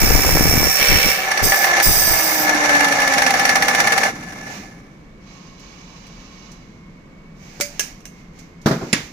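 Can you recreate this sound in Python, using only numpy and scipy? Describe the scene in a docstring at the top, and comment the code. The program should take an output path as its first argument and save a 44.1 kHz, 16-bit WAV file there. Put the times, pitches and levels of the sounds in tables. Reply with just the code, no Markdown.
"""A mitre saw whistles through an aluminium strip, so close that its draught buffets the stereo microphone.
Switched off, the blade grazes the cut twice and coasts down, slack gears rattling on the workbench.
In the quiet of the yard a sealant gun's nozzle slides along the strip, its plunger springs back and its
catch snaps free; the gun is put down with a thud and a clack. Far off: a low rumble and a faint machine."""
import sys
import numpy as np
from scipy import signal
from scipy.fft import rfft, irfft, next_fast_len
from scipy.io import wavfile

SR = 44100
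rng = np.random.default_rng(int(sys.argv[2]) if len(sys.argv) > 2 else 0)


def waveform_to_disk(signal):
    """Save audio, clipped to [-1, 1], as 16-bit WAV at the path in sys.argv[1]."""
    frames = np.transpose(np.atleast_2d(signal))
    scaled = np.clip(frames, -1, 1) * 32767
    samples = np.round(scaled).astype(np.int16)
    wavfile.write(sys.argv[1], SR, samples)


N = 402191
T = np.arange(N) / SR

# Noise spectra, shape only: frequency_hz, level_db
CUT_COLOUR = [(1200, -3.5), (2100, 0.5), (2700, -6.5), (3050, -9), (4300, -9.5), (5400, 3), (6200, -7),
              (6900, -2.5), (7600, -10.5), (9000, -7.5), (10800, -5), (12500, -7.5), (14000, -4.5),
              (15500, -0.5)]
RASP_COLOUR = [(290, -33.5), (500, -3.5), (703, -10.5), (1200, -17), (1750, 0), (2220, -7), (2710, -4.5),
               (3050, -12.5), (4500, -14), (5850, -21.5)]
GRAZE_COLOUR = [(3500, -7.5), (4400, -13.5), (4900, 2.5), (5700, -1.5), (7500, -10.5), (8700, -9),
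                (12000, -9), (14000, -3.5), (15000, 0)]
GEAR_COLOUR = [(71, -39), (120, -17), (250, -15.5), (367, -10.5), (662, -3), (796, -4.5), (899, -8),
               (1300, -2.5), (1720, -3), (2200, -2), (2980, -13.5), (5490, -11.5), (6600, -9.5),
               (7800, -21.5), (9710, -21.5), (15500, -28.5)]
KNOCK_COLOUR = [(300, -24.5), (750, -2), (1100, -8.5), (1900, 4.5), (3100, -8), (4500, -11), (6000, -8),
                (7800, -17.5), (9800, -14.5), (11300, -27), (15500, -17.5)]
DRAUGHT_COLOUR = [(22, 9), (45, -0.5), (120, -4), (300, -14), (600, -19), (1500, -24.5), (4000, -48.5)]
SLIDE_COLOUR = [(800, -1), (1070, -7), (1860, -7), (2400, -6), (3300, -7), (6400, -6), (8200, -24.5),
                (15000, -34)]
CATCH_COLOUR = [(300, -17), (650, -12), (900, -24), (1450, -14.5), (2400, -10.5), (3750, -16), (6500, -3),
                (7600, -13), (11100, -15.5), (15500, -18)]
PLUNGER_COLOUR = [(300, -4), (650, -5), (950, -16), (1400, -10), (2500, -20), (6000, -12)]
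THUD_COLOUR = [(95, -16), (135, 5), (370, -2), (550, -7), (660, -8), (860, -13.5), (1450, -9), (2800, -25),
               (5500, -22), (7900, -32), (15000, -32)]
CLACK_COLOUR = [(59, -46), (100, 11.5), (508, -3), (808, -8.5), (2130, .5), (3000, -4.5), (4280, -7.5),
                (7250, -11.5), (7730, -19), (9740, -18), (15500, -32)]
SLEEVE_COLOUR = [(800, 3.5), (1070, -6.5), (2400, 1), (3300, -9), (6400, -3), (8200, -18), (15000, -22)]
YARD_COLOUR = [(12, -32.5), (20, -7), (42, -13.5), (119, -14.5), (171, -7), (393, -18.5), (505, -20),
               (857, -29), (1070, -23.5), (1400, -29.5), (2150, -31), (3450, -40.5), (6500, -45),
               (8500, -52.5), (15500, -62.5)]

# Resonances of each part: centre_hz, width_hz, boost_db
BLADE_PEAKS = [(2292, 30, 11), (2638, 25, 9), (5344, 20, 6), (5976, 25, 13), (6800, 70, 6), (8063, 30, 12),
               (8200, 40, 10), (10489, 35, 9), (12660, 30, 9), (14400, 70, 5), (14859, 40, 7)]
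HOUSING_PEAKS = [(290, 40, 4), (798, 55, 10), (1175, 40, 4), (1735, 18, 15.5), (2170, 120, 4),
                 (2790, 50, 5), (5680, 80, 6)]
GEAR_TOOTH_PEAKS = [(4550, 200, 7), (5700, 120, 9), (9600, 300, 6), (12700, 400, 6)]
STRIP_PEAKS = [(1085, 45, 15), (1230, 25, 11), (2280, 140, 6), (2950, 40, 7)]
CATCH_PEAKS = [(1669, 130, 10), (2780, 300, 10), (5700, 160, 7), (8850, 300, 8)]
SPRING_PEAKS = [(1430, 100, 8), (2300, 120, 8), (4800, 160, 9), (8750, 250, 10)]

# Ringing modes of struck parts: pitch_hz, relative_db, t60_s
HOUSING_MODES = [(792, -12.5, .11), (1180, -22, .12), (1735, -10, .13), (1900, -18, .06), (2180, -18, .06),
                 (4550, -23, .04), (5660, -21, .11), (9700, -27, .05)]
GUN_MODES = [(1669, -11, .14), (2778, -14, .1), (3950, -22, .3), (6277, -8, .2), (6481, -14, .25),
             (8390, -19, .2)]
SPRING_MODES = [(579, 0, .28), (1432, 0, .09), (2062, -1, .16), (2300, 0, .14), (6406, -6, .24),
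                (7052, -8, .26)]  # plunger rod and spring
FRAME_MODES = [(1680, -16, .17), (1911, -18, .2), (2105, -18, .28), (3488, -20, .25), (5070, 0, .03),
               (5163, -26, .35), (5701, -23, .3), (7176, -6, .07), (9700, -6, .04)]  # the gun's steel frame
BENCH_MODES = [(137.6, -11.5, 0.15), (178, -13.5, 0.12), (381, -20, .2), (645, -8, 0.081)]

# Held sounds: start_s, length_s, level_db
STROKE = [(0, 1.11, -17.5)]  # blade pressed through the strip
BITE = [(.75, .33, -17.5)]  # teeth reach the thick of the strip
GRAZES = [(1.425, 0.083, -12.5), (1.53, 0.12, -17), (1.82, 0.608, -11)]
BENCH_SHAKE = [(2.2, 2.42, -38), (3.0, 1.16, -34.5)]
GUSTS = [(0, 0.68, -17.5), (.795, 0.015, -21.5), (.875, 0.11, -20), (1.04, 0.029, -19.5),
         (1.415, 0.062, -19), (1.845, 0.047, -16.5), (1.94, 0.22, -28.5)]
NOZZLE_SLIDES = [(5.19, 0.29, -47.5), (5.5, 1, -46), (6.5, 0.14, -57)]
SLEEVE_SWISHES = [(4.42, 0.14, -37.5), (7.34, 0.55, -48), (8.08, 0.11, -54), (8.31, 0.078, -47.5),
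                  (8.6, 0.45, -45)]

# Impacts: start_s, strength_db
GEAR_KNOCKS = [(1.3145, -13), (1.3734, -14), (1.5204, -11.5), (1.6415, -11), (1.7688, -14.5),
               (1.7988, -10.5), (2.4917, -13.5), (2.5451, -18), (2.6369, -17.5), (2.6923, -14.5),
               (2.7484, -13), (2.7639, -21), (2.806, -13.5), (2.844, -12), (2.882, -14.5), (2.9233, -14.5),
               (3.0006, -15), (3.0172, -14.5), (3.0754, -13.5), (3.1218, -17), (3.1364, -13),
               (3.1809, -10.5), (3.219, -10.5), (3.2633, -10.5), (3.3044, -11.5), (3.3389, -13.5),
               (3.3947, -12), (3.4516, -9.5), (3.4912, -9), (3.5553, -9.5), (3.6224, -9.5), (3.682, -9),
               (3.7478, -11), (3.8006, -10), (3.872, -11), (3.92, -11.5), (3.9772, -10.5), (4.0332, -12.5),
               (4.321, -35)]
NOZZLE_TICKS = [(5.595, -41), (6.065, -40), (6.515, -36.5), (8.388, -35), (8.614, -42)]
PLUNGER_KNOCK = [(7.6005, -13.5)]
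SPRING_RELEASE = [(7.6085, -4.5)]
CATCH_SNAPS = [(7.7945, -6.5), (7.806, -15), (8.004, -41), (8.054, -25.5)]
FRAME_CLACKS = [(8.929, -4.5)]
# The gun bumps the bench: start_s, strength_db, dull_above_hz
BENCH_THUDS = [(8.659, -5.5, 12000), (8.71, -9.5, 5000), (8.812, -18, 900), (8.829, -18.5, 690)]
# Hardest slaps of air on the microphone: centre_s, strength_db
HARD_SLAPS = [(.153, -11), (.195, -12), (.249, -10), (.292, -9), (.357, -9), (.372, -7), (.41, -9),
              (.456, -9), (.54, -9), (.631, -10)]

# Pitch paths: time_s, pitch_hz
DRIVEN_TOOTH_PITCH = [(0.02, 5460), (0.77, 5575), (0.9, 5553), (1.16, 5480)]
FAR_WHINE_PITCH = [(4.6, 2230), (4.85, 2265), (5.3, 2206), (5.55, 2220), (5.85, 2300), (6.3, 2255),
                   (6.55, 2170), (6.85, 2170), (7.2, 2230), (7.55, 2260), (7.85, 2228), (8.28, 2138),
                   (8.6, 2184)]
# Partials: multiple, relative_db
GRAZE_OVERTONES = [(1, -15), (2, -16), (3.015, -7)]  # of the tooth rate
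MOTOR_HUM = [(1, -23), (2, -21), (3, -23.5), (6, -21)]  # of the armature speed
# Where the armature shakes hardest: centre_turns_per_s, width_turns_per_s, boost_db
CRITICAL_SPEED = [(298, 45, 6)]

# Left-right likeness of near and of diffuse sound: frequency_hz, correlation
NEAR_LIKENESS = [(290, 0.99), (700, 0.81), (1400, 0.14), (2800, 0.43), (4000, 0.23), (15000, .15)]
DIFFUSE_LIKENESS = [(250, 0.96), (700, 0.23), (1400, .18)]
# Balance of the two microphone ports: frequency_hz, left_minus_right_db
PORT_BALANCE = [(700, 0), (1500, 1), (3000, -2), (5300, -8.5), (6700, -18), (8000, 7), (10100, 29.5),
                (11500, 7), (13000, -4.5), (15000, -28.5)]

TEETH_PER_TURN, SQUEAL_RATIO = 14.6, 2.507  # per armature turn; squeal pitch over tooth rate
WHISTLE_DB, LIGHT_RASP_DB = -5, -14.5  # relative to the stroke
DISC_RING_HZ, DISC_RING_DB = 8170, -8  # the disc rubbed from the side
SWITCH_OFF_S, COAST_TIME_CONSTANT_S, SLACKEN_S = 1.32, 5.5, 0.42
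GEARS_DRIVEN_DB, GEARS_SLACK_DB, GEARS_LOADED_DB, GEARS_SAG_DB_PER_S = -26.5, -15.5, -6.5, 1
DROP_S, DROP_DB, FADE_S, FADE_DB_PER_S = 4.1, -16, 4.51, 52  # the grinding drops abruptly in level, then fades
SLAPS_PER_S, LIGHT_SLAP_DB, SLAP_WIDTH_S = 110, -19.5, (.0001, .0005)  # rate and level in a full gust
PORT_LAG_S, LAG_FROM_HZ, LAG_FULL_HZ = .000485, 1000, 1600  # treble reaches the left port first
GUN_PAN_DB, YARD_PAN_DB = -3.5, -5.5  # left minus right
CUTOFF_HZ = 15400


def blade_cut(tooth_hz):
    """Teeth whistle and rasp through the strip and set the steel disc ringing."""
    stroke = swells(STROKE, attack_s=.0039, sag_db_per_s=1, release_db_per_s=102)
    whistle = from_db(WHISTLE_DB) * swells(STROKE, attack_s=.0031, sag_db_per_s=-2, release_db_per_s=200)
    bite = swells(BITE, attack_s=.074, sag_db_per_s=8.5, release_db_per_s=50.5)
    bite += from_db(LIGHT_RASP_DB) * stroke
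    disc = from_db(1) * noise(CUT_COLOUR, peaks=BLADE_PEAKS, comb_db=3)
    # the whistle roughens as the teeth bite deeper
    teeth = tone(tooth_hz, wander=.0008 + .004 * bite / bite.max(), flutter_db=2.5, jitter_hz=250)
    squeal = from_db(-9) * tone(SQUEAL_RATIO * tooth_hz, wander=.0035, flutter_db=2, jitter_hz=400)
    rasp = noise(RASP_COLOUR, peaks=BLADE_PEAKS, comb_db=5) * from_db(drift(60))
    return (stroke * (disc + squeal) + whistle * teeth + bite * rasp) * blade_throb(tooth_hz)


def blade_graze(tooth_hz, graze):
    """Slowing teeth rub the cut faces; their overtones and the disc's ring grow with firm contact."""
    rub = noise(GRAZE_COLOUR, peaks=BLADE_PEAKS, comb_db=5)
    firmness = graze / graze.max()
    for multiple, db in GRAZE_OVERTONES:
        rub += firmness * from_db(db) * tone(multiple * tooth_hz, .006, flutter_db=3, jitter_hz=300)
    rub += firmness * from_db(DISC_RING_DB) * tone(DISC_RING_HZ, .011, flutter_db=3, jitter_hz=400)
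    return graze * rub * np.sqrt(blade_throb(tooth_hz))


def blade_throb(tooth_hz):
    """Gain of the contact as the 80-tooth disc wobbles once a turn."""
    angle = 2 * np.pi * np.cumsum(tooth_hz / 80) / SR
    return 1 + .25 * np.sin(angle) + .2 * np.sin(2 * angle)


def motor_speed():
    """Armature turns per second: nearly steady under drive, then slowed exponentially by friction."""
    driven = np.interp(T, *np.transpose(DRIVEN_TOOTH_PITCH)) / TEETH_PER_TURN
    return driven * np.exp(-np.maximum(T - SWITCH_OFF_S, 0) / COAST_TIME_CONSTANT_S)


def gearbox(speed, graze):
    """Gears grind and the motor hums in the housing: louder when slack, quieter while the blade rubs."""
    grind = noise(GEAR_COLOUR, peaks=HOUSING_PEAKS, comb_db=3) * from_db(1.5 * drift(50))
    hum = np.zeros((2, N))
    for multiple, db in MOTOR_HUM:
        hz = multiple * speed
        hum += from_db(db) * resonance(HOUSING_PEAKS, hz) * tone(hz, wander=.009, flutter_db=4.5)
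    hum *= resonance(CRITICAL_SPEED, speed)
    slack = ramp(SWITCH_OFF_S - SLACKEN_S / 2, SLACKEN_S)
    slack_db = GEARS_SLACK_DB + GEARS_LOADED_DB * graze / graze.max()
    slack_db -= GEARS_SAG_DB_PER_S * (T - SWITCH_OFF_S)
    ending_db = DROP_DB * ramp(DROP_S, .018) - FADE_DB_PER_S * np.maximum(T - FADE_S, 0)
    return from_db((1 - slack) * GEARS_DRIVEN_DB + slack * slack_db + ending_db) * (grind + hum)


def gear_rattle():
    """Without drive the gears knock to and fro in their slack and ring the housing."""
    return from_db(7.5) * blows(GEAR_KNOCKS, KNOCK_COLOUR, pan_db=0, rise_s=.001, crack_t60=.045,
                                tail_db=-16, tail_t60=.2, modes=HOUSING_MODES, ring_db=-1.5,
                                peaks=GEAR_TOOTH_PEAKS, size=7000)


def bench_shake():
    """The coasting saw shakes a low rumble out of the bench."""
    shake = swells(BENCH_SHAKE, attack_s=.35, sag_db_per_s=1, release_db_per_s=30)
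    return shake * noise([(170, 1), (290, -2.5), (450, -15.5)])


def draught():
    """Air thrown off the blade hits each microphone port in lumps; its eddies slap them unevenly."""
    gust = swells(GUSTS, attack_s=.015, sag_db_per_s=.5, release_db_per_s=398)
    port_gain = from_db([[2.3], [-4.7]])
    lumps = port_gain * noise(DRAUGHT_COLOUR, likeness=[(50, .1)]) * from_db(3.5 * drift(90))
    force = gust / gust.max()
    eddies = np.flatnonzero(rng.random(N) < SLAPS_PER_S * force / SR)
    light_slaps = [(T[i], LIGHT_SLAP_DB + 10 * np.log10(force[i]) + rng.normal(0, 3)) for i in eddies]
    slaps = np.zeros((2, N))
    for centre_s, db in [*HARD_SLAPS, *light_slaps]:
        span = slice(max(round((centre_s - .01) * SR), 0), round((centre_s + .01) * SR))
        widths = (T[span] - centre_s) / rng.uniform(*SLAP_WIDTH_S)
        push_pull = widths * np.exp(1 - np.abs(widths)) * rng.choice([-1, 1])
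        side_db = np.array([[1], [-1]]) * rng.normal(2, 2.5)
        slaps[:, span] += from_db(db + side_db) * push_pull
    return gust * lumps + slaps


def gun_release():
    """The catch plate snaps, the spring rings and the plunger jumps back with a hollow knock."""
    catch = blows(CATCH_SNAPS, CATCH_COLOUR, GUN_PAN_DB, rise_s=.0003, crack_t60=.03,
                  tail_db=-10, tail_t60=.26, modes=GUN_MODES, ring_db=-10.5, peaks=CATCH_PEAKS)
    spring = blows(SPRING_RELEASE, CATCH_COLOUR, GUN_PAN_DB, rise_s=.001, crack_t60=.04,
                   tail_db=-11, tail_t60=.25, modes=SPRING_MODES, ring_db=-21, peaks=SPRING_PEAKS)
    plunger = blows(PLUNGER_KNOCK, PLUNGER_COLOUR, GUN_PAN_DB, rise_s=.00037, crack_t60=.024,
                    tail_db=-23, tail_t60=.12)
    return catch + spring + plunger


def gun_put_down():
    """The gun thuds on the bench, then its steel frame drops over with a clack."""
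    thuds = blows(BENCH_THUDS, THUD_COLOUR, GUN_PAN_DB, rise_s=.0008, crack_t60=.2,
                  tail_db=-12, tail_t60=.57, modes=BENCH_MODES, ring_db=.5)
    clack = blows(FRAME_CLACKS, CLACK_COLOUR, GUN_PAN_DB, rise_s=.0005, crack_t60=.04,
                  tail_db=-7, tail_t60=.33, modes=FRAME_MODES, ring_db=-3)
    return thuds + clack


def nozzle_slide():
    """The nozzle rubs along the strip, which colours the hiss with its resonances."""
    sliding = swells(NOZZLE_SLIDES, attack_s=.12, sag_db_per_s=1.4, release_db_per_s=48)
    hiss = noise(SLIDE_COLOUR, YARD_PAN_DB, STRIP_PEAKS, comb_db=2.5, likeness=DIFFUSE_LIKENESS)
    return sliding * hiss * from_db(.54 * drift(27.5))


def nozzle_ticks():
    """The nozzle catches lightly on the strip."""
    return blows(NOZZLE_TICKS, [(3000, -5), (6000, 4), (15000, -16)], YARD_PAN_DB,
                 rise_s=.0022, crack_t60=.061, tail_db=-11, tail_t60=.22)


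def sleeves():
    """Sleeves brush the jacket in soft swishes."""
    brushing = swells(SLEEVE_SWISHES, attack_s=.12, sag_db_per_s=-9.5, release_db_per_s=113)
    return brushing * noise(SLEEVE_COLOUR, YARD_PAN_DB, likeness=DIFFUSE_LIKENESS)


def yard():
    """The neighbourhood rumbles far off, and a distant machine whines faintly."""
    rumble = noise(YARD_COLOUR, YARD_PAN_DB, [(38, 11, 8.1), (163, 65, 1.3)], likeness=DIFFUSE_LIKENESS)
    whine = tone(np.interp(T, *np.transpose(FAR_WHINE_PITCH)), wander=.006, flutter_db=3.5)
    return from_db(-42) * rumble + from_db(-58) * whine


def blows(rows, colour, pan_db, rise_s, crack_t60, tail_db, tail_t60,
          modes=(), ring_db=0, peaks=(), size=12000):
    """Each blow is a short crack, a tail thrown back by the walls and any ringing modes of the body."""
    out, t = np.zeros((2, N + size)), np.arange(size) / SR
    decay = from_db(-60 * t / crack_t60) + from_db(tail_db - 60 * t / tail_t60)
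    for start_s, strength_db, *dull_hz in rows:
        hit = noise(colour, pan_db, peaks, size=size) * decay / 2
        for hz, db, t60 in modes:
            phase = rng.uniform(0, 2 * np.pi) + rng.normal(0, min(hz / 1500, 2), (2, 1))
            ring = from_db(db + ring_db + rng.normal(0, 1.86) - 60 * t / t60)
            hit += ring * np.sin(2 * np.pi * hz * t + phase)
        if dull_hz:  # a soft contact loses its treble
            hit = signal.sosfilt(signal.butter(1, dull_hz[0], fs=SR, output="sos"), hit)
        at = round(start_s * SR)
        out[:, at:at + size] += from_db(strength_db) * hit * (1 - np.exp(-t / rise_s))
    return out[:, :N]


def noise(colour, pan_db=0, peaks=(), comb_db=0, likeness=NEAR_LIKENESS, size=N):
    """Stereo noise with a broad colour, resonances and steep skirts; lag and pan spare the bass; rms 1."""
    length = next_fast_len(size, True)
    hz = np.maximum(np.arange(length // 2 + 1) * SR / length, 1)
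    skirts = (1 + (.7 * colour[0][0] / hz) ** 4) * (1 + (.7 * hz / colour[-1][0]) ** 8)
    gain = from_db(at_hz(colour, hz) + comb_db * ripple(hz)) * resonance(peaks, hz) / skirts
    alike, sign = at_hz(likeness, hz), np.array([[1], [-1]])
    common, apart = rfft(rng.standard_normal((2, length)))
    pair = np.sqrt(1 + alike) * common + np.sqrt(1 - alike) * apart * sign
    side = sign * np.interp(hz, [LAG_FROM_HZ, LAG_FULL_HZ], [0, 1])
    direction = from_db(side * pan_db / 2) * np.exp(1j * np.pi * side * hz * PORT_LAG_S)
    return rms_one(irfft(pair * gain * direction, length)[:, :size])


def tone(hz, wander, flutter_db, jitter_hz=150):
    """A sine whose pitch jitters by the fraction wander; reflections flutter each side differently."""
    phase = 2 * np.pi * np.cumsum(hz * (1 + wander * drift(jitter_hz))) / SR
    sides = [np.sin(phase + rng.uniform(0, 2 * np.pi)) * from_db(flutter_db * drift(41))
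             for _ in range(2)]
    return rms_one(np.array(sides))


def swells(rows, attack_s, sag_db_per_s, release_db_per_s):
    """Gain of held sounds: each rises, sags (or grows, if the sag is negative) and dies away."""
    out = np.zeros(N)
    for start_s, length_s, db in rows:
        fall_db = sag_db_per_s * np.clip(T - start_s, 0, length_s)
        fall_db += release_db_per_s * np.maximum(T - start_s - length_s, 0)
        out = np.maximum(out, ramp(start_s, attack_s) * from_db(db - np.minimum(fall_db, 120)))
    return out


def resonance(peaks, hz):
    """Gain that a body's resonances give to each frequency; 1 far from them."""
    return np.sqrt(1 + sum(from_db(db) ** 2 / (1 + (2 * (hz - centre) / width) ** 2)
                           for centre, width, db in peaks))


def ripple(hz, spacing_hz=55):
    """Close reflections comb the spectrum unevenly, differently at each port."""
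    knots = np.arange(0, SR / 2, spacing_hz)
    return np.array([np.interp(hz, knots, row) for row in rng.standard_normal((2, len(knots)))])


def drift(rate_hz):
    """Smooth random motion with spread 1, mostly slower than rate_hz."""
    step, settle = 20, 2000
    pole = np.exp(-2 * np.pi * step * rate_hz / SR)
    white = rng.standard_normal(N // step + settle + 2)
    slow = signal.lfilter([1], [1, -2 * pole, pole * pole], white)[settle:]
    return np.interp(np.arange(N) / step, np.arange(len(slow)), rms_one(slow))


def ramp(start_s, length_s):
    """Rises from 0 to 1."""
    return np.clip((T - start_s) / length_s, 0, 1)


def at_hz(points, hz):
    """Read a table on a log-frequency axis."""
    knots_hz, values = np.transpose(points)
    return np.interp(np.log(hz), np.log(knots_hz), values)


def from_db(db):
    """Decibels to gain."""
    return 10 ** (np.asarray(db) / 20)


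def rms_one(x):
    """Scale to unit power."""
    return x / np.sqrt(np.mean(x ** 2) + 1e-20)


def scene():
    """Saw and sealant gun close by on the bench, the yard behind them."""
    speed = motor_speed()
    tooth_hz = TEETH_PER_TURN * speed
    graze = swells(GRAZES, attack_s=.012, sag_db_per_s=11.5, release_db_per_s=219.5)
    blade = blade_cut(tooth_hz) + blade_graze(tooth_hz, graze)
    saw = blade + gearbox(speed, graze) + gear_rattle() + bench_shake() + draught()
    handling = nozzle_slide() + sleeves() + nozzle_ticks() + gun_release() + gun_put_down()
    return saw + handling + yard()


def record(dry):
    """Each microphone port colours the treble in its own way; peaks are clipped and the top is cut."""
    length = next_fast_len(N + SR // 10, True)
    hz = np.maximum(np.arange(length // 2 + 1) * SR / length, 1)
    balance_db = np.array([[1], [-1]]) * at_hz(PORT_BALANCE, hz)
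    port_gain = np.sqrt(2 / (1 + from_db(-balance_db) ** 2))
    heard = irfft(rfft(dry, length) * port_gain, length)[:, :N]
    lowpass = signal.ellip(10, .1, 80, CUTOFF_HZ, fs=SR, output="sos")
    return signal.sosfilt(lowpass, np.clip(heard, -1, 1))


dry = scene()
out = record(dry)
waveform_to_disk(out)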